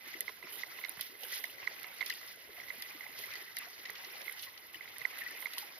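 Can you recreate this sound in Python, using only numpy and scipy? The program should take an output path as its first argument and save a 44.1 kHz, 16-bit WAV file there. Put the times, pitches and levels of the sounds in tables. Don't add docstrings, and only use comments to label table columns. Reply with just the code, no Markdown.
import sys
import numpy as np
from scipy import signal
from scipy.io import wavfile

SR = 44100
rng = np.random.default_rng(int(sys.argv[2]) if len(sys.argv) > 2 else 0)


def log_audio(samples):
    frames = np.atleast_2d(samples).T
    limited = np.clip(frames, -1, 1)
    pcm = np.round(limited * 32767).astype(np.int16)
    wavfile.write(sys.argv[1], SR, pcm)


N = 255330
TIME = np.arange(N) / SR


# frequency in Hz, density in dB.
SLOSH_SPECTRUM = [(100, -17), (220, -9), (330, 5.5), (520, 6.5), (800, 3.5), (1200, -5), (2000, -9)]
TRICKLE_SPECTRUM = [(600, -16), (1000, -2), (1500, -0.5), (2000, -0.5), (2600, 3.5), (3600, -23)]
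SPRAY_SPECTRUM = [(1500, 4.5), (2400, -1), (3100, 2), (4500, 5), (6600, -4.5), (9000, -36.5), (15000, 8)]


def paddle_water(clump_db=1.2, clump_hz=45):
    slosh = from_db(-7) * bubbles(SLOSH_SPECTRUM, per_s=550, t60_cycles=41, spread_db=2.5)
    slosh += from_db(-4) * banded_noise(SLOSH_SPECTRUM, flicker_db=5.5, flicker_hz=20)
    trickle = from_db(-9.5) * bubbles(TRICKLE_SPECTRUM, per_s=500, t60_cycles=46, spread_db=2.5)
    trickle += from_db(-9) * banded_noise(TRICKLE_SPECTRUM, flicker_db=3, flicker_hz=28)
    spray = from_db(-6.5) * bubbles(SPRAY_SPECTRUM, per_s=1000, t60_cycles=53, spread_db=3.5)
    spray += from_db(-1) * banded_noise(SPRAY_SPECTRUM, flicker_db=2.5, flicker_hz=35)
    spray *= from_db(clump_db * drift(clump_hz))
    slosh_gain, trickle_gain, spray_gain = water_gains()
    return (slosh_gain * slosh * pan(5.3)
            + trickle_gain * trickle * pan(-1.4)
            + spray_gain * spray * pan(-0.52))


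# catch time in seconds, churn length in seconds, catch offset in dB,
# lift time in seconds, drain length in seconds, drain offset in dB.
STROKES = [(0.03, 0.29, 5, 0.43, 0.49, -1), (1.21, 0.33, 3, 1.545, 0.71, 0),
           (2.27, 0.044, 4.5, 2.554, 0.89, -1), (3.55, 0.29, 3.5, 3.83, 0.47, 1),
           (4.73, 0.019, 9.5, 4.79, 0.89, -1)]


def stroke_gain(rest_db, catch_db, drain_db, attack_s, release_s):
    gains = [from_db(rest_db)]
    for catch_s, churn_s, catch_offset_db, lift_s, drain_s, drain_offset_db in STROKES:
        catch = swell(catch_s, attack_s=0.0051, hold_s=churn_s, release_s=0.017)
        drain = swell(lift_s, attack_s, drain_s, release_s)
        gains.append(from_db(catch_db + catch_offset_db) * catch)
        gains.append(from_db(drain_db + drain_offset_db) * drain)
    return power_sum(gains)


# crest in seconds, rise in seconds,
# spray level in dB, trickle level in dB.
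SPLASHES = [(0.085, 0.047, -50.5, -49.5), (0.602, 0.021, -43.5, -58), (1.026, 0.046, -49.5, -69),
            (1.24, 0.035, -48.5, -65), (1.325, 0.023, -41, -53), (1.372, 0.024, -43.5, -50),
            (1.65, 0.04, -66, -46.5), (1.731, 0.04, -56.5, -63), (2.11, 0.086, -51.5, -68),
            (3.215, 0.047, -51, -57), (3.32, 0.064, -51, -48), (3.625, 0.05, -54, -46.5),
            (4.1, 0.072, -71, -55), (4.41, 0.072, -51.5, -62), (5.25, 0.15, -53.5, -46),
            (5.525, 0.026, -51, -60), (5.61, 0.02, -48.5, -58)]


def water_gains():
    slosh = stroke_gain(rest_db=-65.5, catch_db=-68.5, drain_db=-62.5, attack_s=0.025, release_s=0.095)
    trickle = stroke_gain(rest_db=-55.5, catch_db=-63, drain_db=-51, attack_s=0.01, release_s=0.1)
    spray = stroke_gain(rest_db=-59.5, catch_db=-60.5, drain_db=-56.5, attack_s=0.043, release_s=0.16)
    for crest_s, rise_s, spray_db, trickle_db in SPLASHES:
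        fall = hump(crest_s, rise_s)
        trickle = power_sum([trickle, from_db(trickle_db) * fall])
        spray = power_sum([spray, from_db(spray_db) * fall])
    return slosh, trickle, spray


def drips(level_db=-48, spread_db=3, low_hz=2400, high_hz=5600, decay_s=0.0049, rise_per_s=7.8):
    out, t = np.zeros((2, N)), TIME[:SR // 30]
    envelope = np.tanh(t / 0.0007) * np.exp(-t / decay_s)
    for _, _, _, lift_s, drain_s, offset_db in STROKES:
        for when, size, strength, place in rng.random((12, 4)):
            pitch_hz = low_hz * (high_hz / low_hz) ** size * (1 + rise_per_s * t)
            plink = envelope * np.sin(phase_of(pitch_hz))
            gain = from_db(level_db + offset_db + spread_db * (2 * strength - 1))
            add(out, lift_s + when * drain_s, gain * plink * port_gains(place))
    return out


# start in seconds, level in dB, pitch in Hz,
# slide scale in octaves, decay in seconds.
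GLUGS = [(.148, -47, 330, -0.029, 0.011), (.435, -49, 361, -0.077, 0.01), (1.095, -55.5, 329, 0.26, 0.013),
         (1.229, -47, 780, -0.12, 0.0051), (1.235, -47.5, 500, -0.092, 0.0092),
         (1.249, -43.5, 1600, -0.14, 0.003), (1.439, -50, 660, 0.13, 0.0077),
         (1.497, -40, 2800, 0.14, 0.0026), (1.711, -51, 694, -0.05, 0.0046),
         (2.124, -35, 2690, -0.29, 0.0024), (2.488, -49, 426, -0.25, 0.01),
         (2.578, -48.5, 698, 0.097, 0.0063), (2.78, -55.5, 245, 0.1, 0.0073),
         (2.903, -49, 2450, 0.016, 0.0092), (2.946, -49.5, 308, -0.048, 0.01),
         (3.057, -49, 805, 0.2, 0.0046), (3.666, -51, 700, 0.12, 0.0096), (3.991, -50.5, 887, 0.12, 0.0064),
         (4.15, -48, 805, 0.0072, 0.0067), (4.463, -52.5, 1065, -0.12, 0.017),
         (4.743, -43, 3030, 0.019, .003), (4.753, -40, 2960, -0.0026, 0.0037),
         (4.754, -56, 316, 0.047, 0.012), (5.217, -39, 1824, -0.021, 0.006),
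         (5.261, -40.5, 1940, -0.0006, 0.0071), (5.308, -43, 1780, 0.042, .007),
         (5.575, -41, 1040, 0.12, 0.0035), (5.624, -44.5, 853, -0.12, 0.0075)]


def glugs(rise_share=0.29, wobble_depth=0.28, shed_db=-13, shed_within_s=0.035, shed_count=3):
    out, t = np.zeros((2, N)), TIME[:SR // 10]
    noises = rng.standard_normal((len(GLUGS), len(t)))
    draws = rng.random((len(GLUGS), shed_count, 2))
    for (start_s, db, hz, slide_oct, decay_s), white, shed in zip(GLUGS, noises, draws):
        phase = phase_of(hz * 2 ** (slide_oct * np.tanh(t / decay_s - 1)))
        wobble = 1 + wobble_depth * unit_rms(band(white, 30, 220))
        attack = (1 - np.exp(-t / (rise_share * decay_s))) ** 2
        envelope = from_db(db) * unit_peak(attack * np.exp(-t / decay_s)) * wobble * stereo(0, -7)
        add(out, start_s, envelope * np.sin(phase))
        for wait, step in shed:
            shift_oct = 0.62 * (2 * step - 0.7)
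            bubble = from_db(shed_db) * envelope * np.sin(phase * 2 ** shift_oct)
            add(out, start_s + wait * shed_within_s, bubble)
    return out


# start in seconds, level in dB, left over right in dB,
# brightness in dB, crack decay in seconds.
SPLATS = [(0.1301, -45, 0, 23, 0.0033), (0.139, -41.5, 5, -10, .002), (0.2062, -35.5, 0.5, 0, 0.0017),
          (0.847, -35.5, -12.5, 23, 0.00099), (1.0088, -29.5, -3.5, 22, 0.003),
          (1.233, -35, -9, 27, 0.0018), (1.3357, -36.5, -1, 3, 0.0027), (1.4393, -34, -3, 4, .001),
          (1.453, -38.5, 0, 16, .002), (2.062, -31.5, 1, 29, 0.0031), (2.0979, -29, -1, 15, 0.0023),
          (2.102, -27.5, 1, -1, 0.0014), (2.8218, -32, 0, 7, 0.002), (3.187, -39, -2, 23, 0.002),
          (3.237, -38, 4, 1, 0.0012), (3.3134, -39, 3, 6, 0.0018), (3.337, -35, 3, 8, 0.00072),
          (3.3546, -34.5, -4, 10, 0.001), (3.5673, -29.5, 2.5, 5.5, 0.0014), (3.853, -36.5, 0, 3, 0.0038),
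          (3.951, -41, -2, 10, 0.005), (4.046, -39, 2, 17, 0.0023), (4.216, -40.5, -5, 15, 0.0017),
          (4.391, -36.5, -4, 31, 0.005), (4.427, -37, 1, 25, 0.0088), (4.5756, -40.5, 0, 20, 0.0022),
          (4.744, -40.5, 1, -3, 0.0011), (5.1835, -43, 1, 2, .001), (5.534, -35.5, -2, 21, 0.0016),
          (5.581, -28.5, -0.5, 22, 0.0019)]


def splats(plop_s=0.0046, ping_t60_s=0.037, scatter_s=0.006, ping_count=4):
    out, t = np.zeros((2, N)), TIME[:SR // 20]
    noises = rng.standard_normal((len(SPLATS), 2, 2, len(t)))
    draws = rng.random((len(SPLATS), ping_count, 3))
    for (start_s, db, side_db, bright_db, crack_s), white, pings in zip(SPLATS, noises, draws):
        crack = unit_peak(band(white[0] * np.exp(-t / crack_s) * np.tanh(t / crack_s), 2470, 5380))
        plop = unit_peak(band(white[1] * np.exp(-t / plop_s), 1770, 2100))
        bright = from_db(bright_db)
        gain = from_db(db) * pan(side_db) / np.hypot(1, bright)
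        add(out, start_s, gain * (from_db(2) * bright * crack + from_db(-1) * plop))
        for wait, octaves, place in pings:
            ping = ring(t == 0, 2700 * 2 ** octaves, ping_t60_s) * port_gains(place)
            delay_s = -scatter_s * np.log(1 - wait)
            add(out, start_s + delay_s, gain * bright * from_db(-10) * ping)
    return out


# start in seconds, level in dB, pitch in Hz, relative level of the snap in dB.
SPRAY_TICKS = [(0.0777, -33, 12000, -10), (0.2065, -15.5, 10500, -10.5), (0.8941, -22.5, 12000, -21),
               (1.0084, -29, 12900, -9), (1.0105, -19.5, 12400, -8), (1.3244, -25, 12000, -14),
               (1.3486, -28, 11500, -12), (1.358, -26.5, 12000, -16), (1.378, -30, 12700, -16),
               (1.4397, -28.5, 12500, -4), (1.8315, -29.5, 12100, -3), (2.061, -26, 11900, -12),
               (2.1, -26.5, 12300, -15), (2.1385, -33, 11600, -15), (2.277, -36.5, 11000, -20),
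               (2.8219, -26.5, 13100, -9), (3.1907, -29.5, 11100, -12), (3.3372, -32.5, 12000, -8),
               (3.426, -38.5, 13000, -12), (3.567, -27, 12300, -10), (3.586, -22.5, 13600, -6),
               (3.5884, -24, 12700, -14), (3.9035, -30, 12100, -15), (4.3246, -30.5, 11700, -11),
               (4.983, -28.5, 12300, -7), (5.1845, -32.5, 12900, -12), (5.188, -32, 12900, -12),
               (5.31, -33, 11600, -12), (5.417, -33, 12500, -10), (5.536, -30, 11000, -10),
               (5.582, -27, 11800, -9), (5.5874, -24.5, 12000, -8)]


def spray_ticks(spike_s=0.0003, tail_s=0.0036, width_hz=5000):
    out, t = np.zeros((2, N)), TIME[:SR // 50]
    envelope = np.exp(-t / spike_s) + from_db(-17.5) * np.exp(-t / tail_s)
    for start_s, db, hz, snap_db in SPRAY_TICKS:
        burst = np.sign(rng.standard_normal(len(t))) * envelope
        treble = band(burst, hz - width_hz / 2, hz + width_hz / 2)
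        snap = from_db(snap_db) * band(burst, 3200, 5400)
        add(out, start_s, from_db(db) * unit_peak(treble + snap) * stereo(-3, 5.5))
    return out


# start in seconds, level in dB, glide in seconds, length in seconds,
# mount pitch in Hz, relative level of lesser modes and knock in dB.
CASE_SLIPS = [(0.2769, -24.5, 0.0036, 0.0071, 2100, 0), (0.289, -31.5, .0036, 0.0098, 2080, 9),
              (0.424, -34.5, 0.003, 0.011, 2010, 4.5), (0.467, -35.5, .003, 0.0094, 2010, 7),
              (0.6303, -24, .0038, 0.009, 2020, 0), (0.7849, -32, 0.003, 0.0092, 2020, 5),
              (0.833, -26, 0.0069, 0.0082, 2110, 2), (0.845, -25.5, 0.0045, 0.0091, 2080, -3),
              (1.437, -23, .0047, 0.011, 2080, -6), (1.6702, -17, 0.0043, 0.0075, 2000, -2),
              (1.839, -32.5, 0.0048, .0077, 2160, 10), (2.005, -20.5, 0.0047, 0.0064, 2060, 0.5),
              (2.0123, -27, 0.0052, 0.0054, 2120, 9.5), (2.022, -22.5, 0.0043, 0.008, 2040, -3),
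              (2.5956, -32.5, 0.0052, 0.0063, 2060, -7), (2.68, -34.5, .004, .0077, 2020, -6),
              (2.698, -25.5, 0.0058, 0.0061, 2020, -0.5), (3.004, -31.5, .0042, 0.011, 2070, -2),
              (3.0626, -34.5, 0.0025, .0077, 2130, -2), (3.892, -30.5, 0.0058, 0.0076, 1950, 5),
              (4.275, -25.5, .0054, 0.0065, 2100, 1.5), (4.29, -28, .0055, 0.0069, 2090, 0),
              (4.805, -31.5, .0038, .0077, 2090, -5), (4.853, -35.5, .0033, 0.0069, 2000, -7),
              (4.9634, -34, .0034, .0077, 2010, 0), (5.0124, -30, 0.0039, 0.0071, 2010, 5.5),
              (5.0476, -15.5, 0.0049, 0.0078, 2010, -3.5), (5.4213, -30.5, .0035, .0077, 2020, 8),
              (5.4534, -21.5, 0.0045, 0.0064, 2120, -2), (5.464, -28.5, 0.0041, 0.0065, 2160, 5)]
# frequency in Hz, width in Hz, level in dB.
MOUNT_MODES = [(470, 66, -13.5), (1030, 84, -22), (1255, 150, -27), (1716, 87, -20), (4100, 1200, -19)]


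def case_clacks(start_hz=5200, end_hz=600, case_hz=2050, scrape_db=-9, spread_db=1.5, knock_s=0.003):
    out, t = np.zeros((2, N)), TIME[:SR // 16]
    noises = rng.standard_normal((len(CASE_SLIPS), 2, len(t)))
    draws_db = spread_db * rng.uniform(-1, 1, (len(CASE_SLIPS), len(MOUNT_MODES)))
    for row, white, offsets_db in zip(CASE_SLIPS, noises, draws_db):
        start_s, db, glide_s, length_s, mount_hz, modes_db = row
        pitch_hz = end_hz + (start_hz - end_hz) * np.exp(-t / (0.8 * glide_s))
        force = (1 - np.exp(-t / glide_s)) * np.exp(-(t / length_s) ** 2)
        slip = force * (np.sin(phase_of(pitch_hz)) + from_db(scrape_db) * white[0])
        mount = resonance(slip, mount_hz, width_hz=200)
        case = resonance(mount, case_hz, width_hz=300)
        modes = sum(from_db(mode_db + offset_db) * resonance(slip, hz, width_hz)
                    for (hz, width_hz, mode_db), offset_db in zip(MOUNT_MODES, offsets_db))
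        clack = case * stereo(-15, 0) + from_db(modes_db) * modes * stereo(-7, 0)
        add(out, start_s, from_db(db) * unit_peak(clack))
        knock = unit_peak(band(white[1] * np.exp(-t / knock_s), 750, 1750))
        add(out, start_s + 0.597 * glide_s, from_db(db + modes_db) * knock * stereo(-28, -18))
    return out


# frequency in Hz, density in dB.
CLOTH_SPECTRUM = [(3000, 23.5), (6000, -31), (9500, 5), (11500, 27), (13500, 18.5), (16000, -9)]
# crest in seconds, rise in seconds, level in dB.
SLEEVE_RUBS = [(0.5, 0.01, -48.5), (0.553, 0.038, -42.5), (0.8, 0.023, -49), (1.03, 0.05, -48),
               (1.23, 0.03, -46), (1.345, 0.12, -45), (2.1, 0.055, -49.5), (2.56, 0.052, -56.5),
               (2.75, 0.11, -55), (3.22, 0.049, -48.5), (4.28, 0.038, -48.5), (4.39, 0.013, -50),
               (4.43, 0.022, -44), (5.197, 0.014, -47), (5.41, 0.04, -48), (5.59, 0.032, -47)]


def sleeve():
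    hiss = from_db(-1) * banded_noise(CLOTH_SPECTRUM, flicker_db=2, flicker_hz=120)
    grain = from_db(-7) * bubbles(CLOTH_SPECTRUM, per_s=1400, t60_cycles=69, spread_db=4)
    arm = stroke_gain(rest_db=-57, catch_db=-64, drain_db=-55.5, attack_s=0.27, release_s=0.026)
    rubs = [from_db(db) * hump(crest_s, rise_s) for crest_s, rise_s, db in SLEEVE_RUBS]
    return power_sum([arm] + rubs) * (hiss + grain) * pan(-7)


# start in seconds, level in dB.
HULL_BUMPS = [(.2, -53), (.972, -42), (0.993, -40.5), (1.628, -44.5), (3.19, -55), (3.895, -46.5),
              (5.015, -47), (5.05, -48)]


def hull_bumps(decay_s=0.0044):
    out, t = np.zeros((2, N)), TIME[:SR // 8]
    for start_s, db in HULL_BUMPS:
        push = rng.standard_normal(len(t)) * np.exp(-t / decay_s)
        knock = band(push, 70, 200) + from_db(-4) * band(push, 290, 2280)
        add(out, start_s, from_db(db) * unit_peak(knock) * pan(-11.5))
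    return out


# frequency in Hz, density in dB.
HULL_SPECTRUM = [(45, -10), (72, -2), (110, -3), (160, -2.5), (260, -8)]
# crest in seconds, rise in seconds, level in dB.
HULL_HEAVES = [(0.22, 0.1, -75), (2.68, 0.11, -74), (3.22, 0.15, -72.5)]


def hull_rumble(rest_db=-78, shudder_db=-30):
    shudders = [from_db(db + shudder_db) * swell(start_s, attack_s=0.0036, hold_s=0.0092, release_s=0.033)
                for start_s, db in HULL_BUMPS]
    heaves = [from_db(db) * hump(crest_s, rise_s) for crest_s, rise_s, db in HULL_HEAVES]
    gain = power_sum([from_db(rest_db)] + shudders + heaves)
    return gain * banded_noise(HULL_SPECTRUM, flicker_db=3, flicker_hz=10)


# frequency in Hz, density in dB.
FAR_WATER_SPECTRUM = [(25, -14), (50, -13), (75, -8.5), (150, -11.5), (400, -0.5), (1000, 2.5),
                      (3000, -26.5), (15000, -24)]


def far_water():
    return from_db(-67.5) * banded_noise(FAR_WATER_SPECTRUM, flicker_db=2.5, flicker_hz=1.84)


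# frequency in Hz, left-right correlation from 0 to 1.
PORT_CORRELATION = [(50, 0.4), (300, 0.8), (1000, 0), (2000, 0), (4000, 0.77), (12000, 1)]


def banded_noise(spectrum, flicker_db, flicker_hz):
    out, common = 0, drift(flicker_hz)
    white = rng.standard_normal((2, 2, N))
    edges_hz = 22 * 2 ** (np.arange(20) / 2)
    for k, (low_hz, high_hz) in enumerate(zip(edges_hz, edges_hz[1:])):
        hz = np.sqrt(low_hz * high_hz)
        flicker = from_db(flicker_db * (0.5 * common + drift(flicker_hz)))
        if high_hz > spectrum[0][0] and low_hz < spectrum[-1][0]:
            mid, side = band(white[k % 2], low_hz, high_hz)
            alike = at_hz(PORT_CORRELATION, hz)
            noise = np.sqrt(1 + alike) * mid + np.sqrt(1 - alike) * side * [[1], [-1]]
            out += from_db(at_hz(spectrum, hz)) * flicker * noise
    return unit_rms(out)


def bubbles(spectrum, per_s, t60_cycles, spread_db, pitch_count=24):
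    births = np.flatnonzero(rng.random(N) < per_s / SR)
    gain = from_db(spread_db * np.minimum(rng.exponential(1, N), 3.5))
    pitch_index = rng.integers(0, pitch_count, N)
    angle = np.pi / 4 + 1.03 * rng.standard_normal(N)
    sign = rng.choice([-1, 1], N)
    out = 0
    for k, hz in enumerate(np.geomspace(spectrum[0][0], spectrum[-1][0], pitch_count)):
        at = births[pitch_index[births] == k]
        clicks = np.zeros((2, N))
        clicks[:, at] = sign[at] * gain[at] * [np.cos(angle[at]), np.sin(angle[at])]
        out += hz * from_db(at_hz(spectrum, hz)) * ring(clicks, hz, t60_cycles / hz)
    return unit_rms(out)


def swell(start_s, attack_s, hold_s, release_s):
    t = TIME - start_s
    return np.clip(t / attack_s, 0, 1) * np.exp(-np.maximum(t - hold_s, 0) / release_s)


def hump(crest_s, rise_s, fade_ratio=1.36):
    t = (TIME - crest_s) / rise_s
    return np.exp(-np.where(t < 0, t, t / fade_ratio) ** 2)


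def drift(hz):
    knots = np.tanh(rng.standard_normal(4000))
    return unit_rms(np.interp(TIME * hz * 2, np.arange(len(knots)), knots))


def ring(x, hz, t60_s):
    r, w = from_db(-60 / (t60_s * SR)), 2 * np.pi * hz / SR
    return signal.lfilter([0, np.sin(w)], [1, -2 * r * np.cos(w), r * r], x + 1e-18)


def resonance(x, hz, width_hz):
    r, w = np.exp(-np.pi * width_hz / SR), 2 * np.pi * hz / SR
    return signal.lfilter(np.array([1, 0, -1]) * (1 - r * r) / 2, [1, -2 * r * np.cos(w), r * r], x)


def butter(x, order, hz, kind):
    return signal.sosfilt(signal.butter(order, hz, kind, fs=SR, output="sos"), x)


def band(x, low_hz, high_hz):
    return butter(x, 2, [low_hz, min(high_hz, SR / 2 - 500)], "band")


def at_hz(curve, hz):
    points_hz, values = np.transpose(curve)
    return np.interp(np.log(hz), np.log(points_hz), values)


def phase_of(hz):
    return 2 * np.pi * np.cumsum(hz) / SR


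def from_db(db):
    return 10 ** (np.asarray(db) / 20)


def unit_rms(x):
    return x / np.sqrt(np.mean(x ** 2) + 1e-20)


def unit_peak(x):
    return x / np.abs(x).max()


def power_sum(gains):
    return np.sqrt(sum(gain ** 2 for gain in gains))


def stereo(left_db, right_db):
    return from_db([[left_db], [right_db]])


def pan(left_over_right_db):
    return stereo(left_over_right_db / 2, -left_over_right_db / 2)


def port_gains(place):
    return np.array([[np.cos(np.pi * place)], [np.sin(np.pi * place)]])


def add(out, start_s, sound):
    i = max(round(start_s * SR), 0)
    out[..., i:i + sound.shape[-1]] += sound[..., :N - i]


def through_case(x, ring_hz=2010, width_hz=122, split_hz=7000):
    left, right = x + stereo(8, 9.5) * resonance(x, ring_hz, width_hz)
    muffled = butter(left, 4, split_hz, "low") + from_db(-8) * butter(left, 4, split_hz, "high")
    return np.array([muffled, right])


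def scene():
    background = far_water() + hull_rumble() + hull_bumps()
    water = paddle_water() + drips() + glugs() + splats() + spray_ticks()
    return through_case(water + sleeve() + background) + case_clacks()


def record(dry, bass_hz=45, gap_hz=(6870, 8840), droop_hz=13700, cutoff_hz=15400):
    thin = butter(dry, 1, bass_hz, "high")
    hollow = butter(thin, 6, gap_hz, "bandstop")
    soft = butter(hollow, 2, droop_hz, "low")
    return signal.sosfilt(signal.ellip(10, 0.2, 80, cutoff_hz, fs=SR, output="sos"), soft)


dry = scene()
out = record(dry)
log_audio(out)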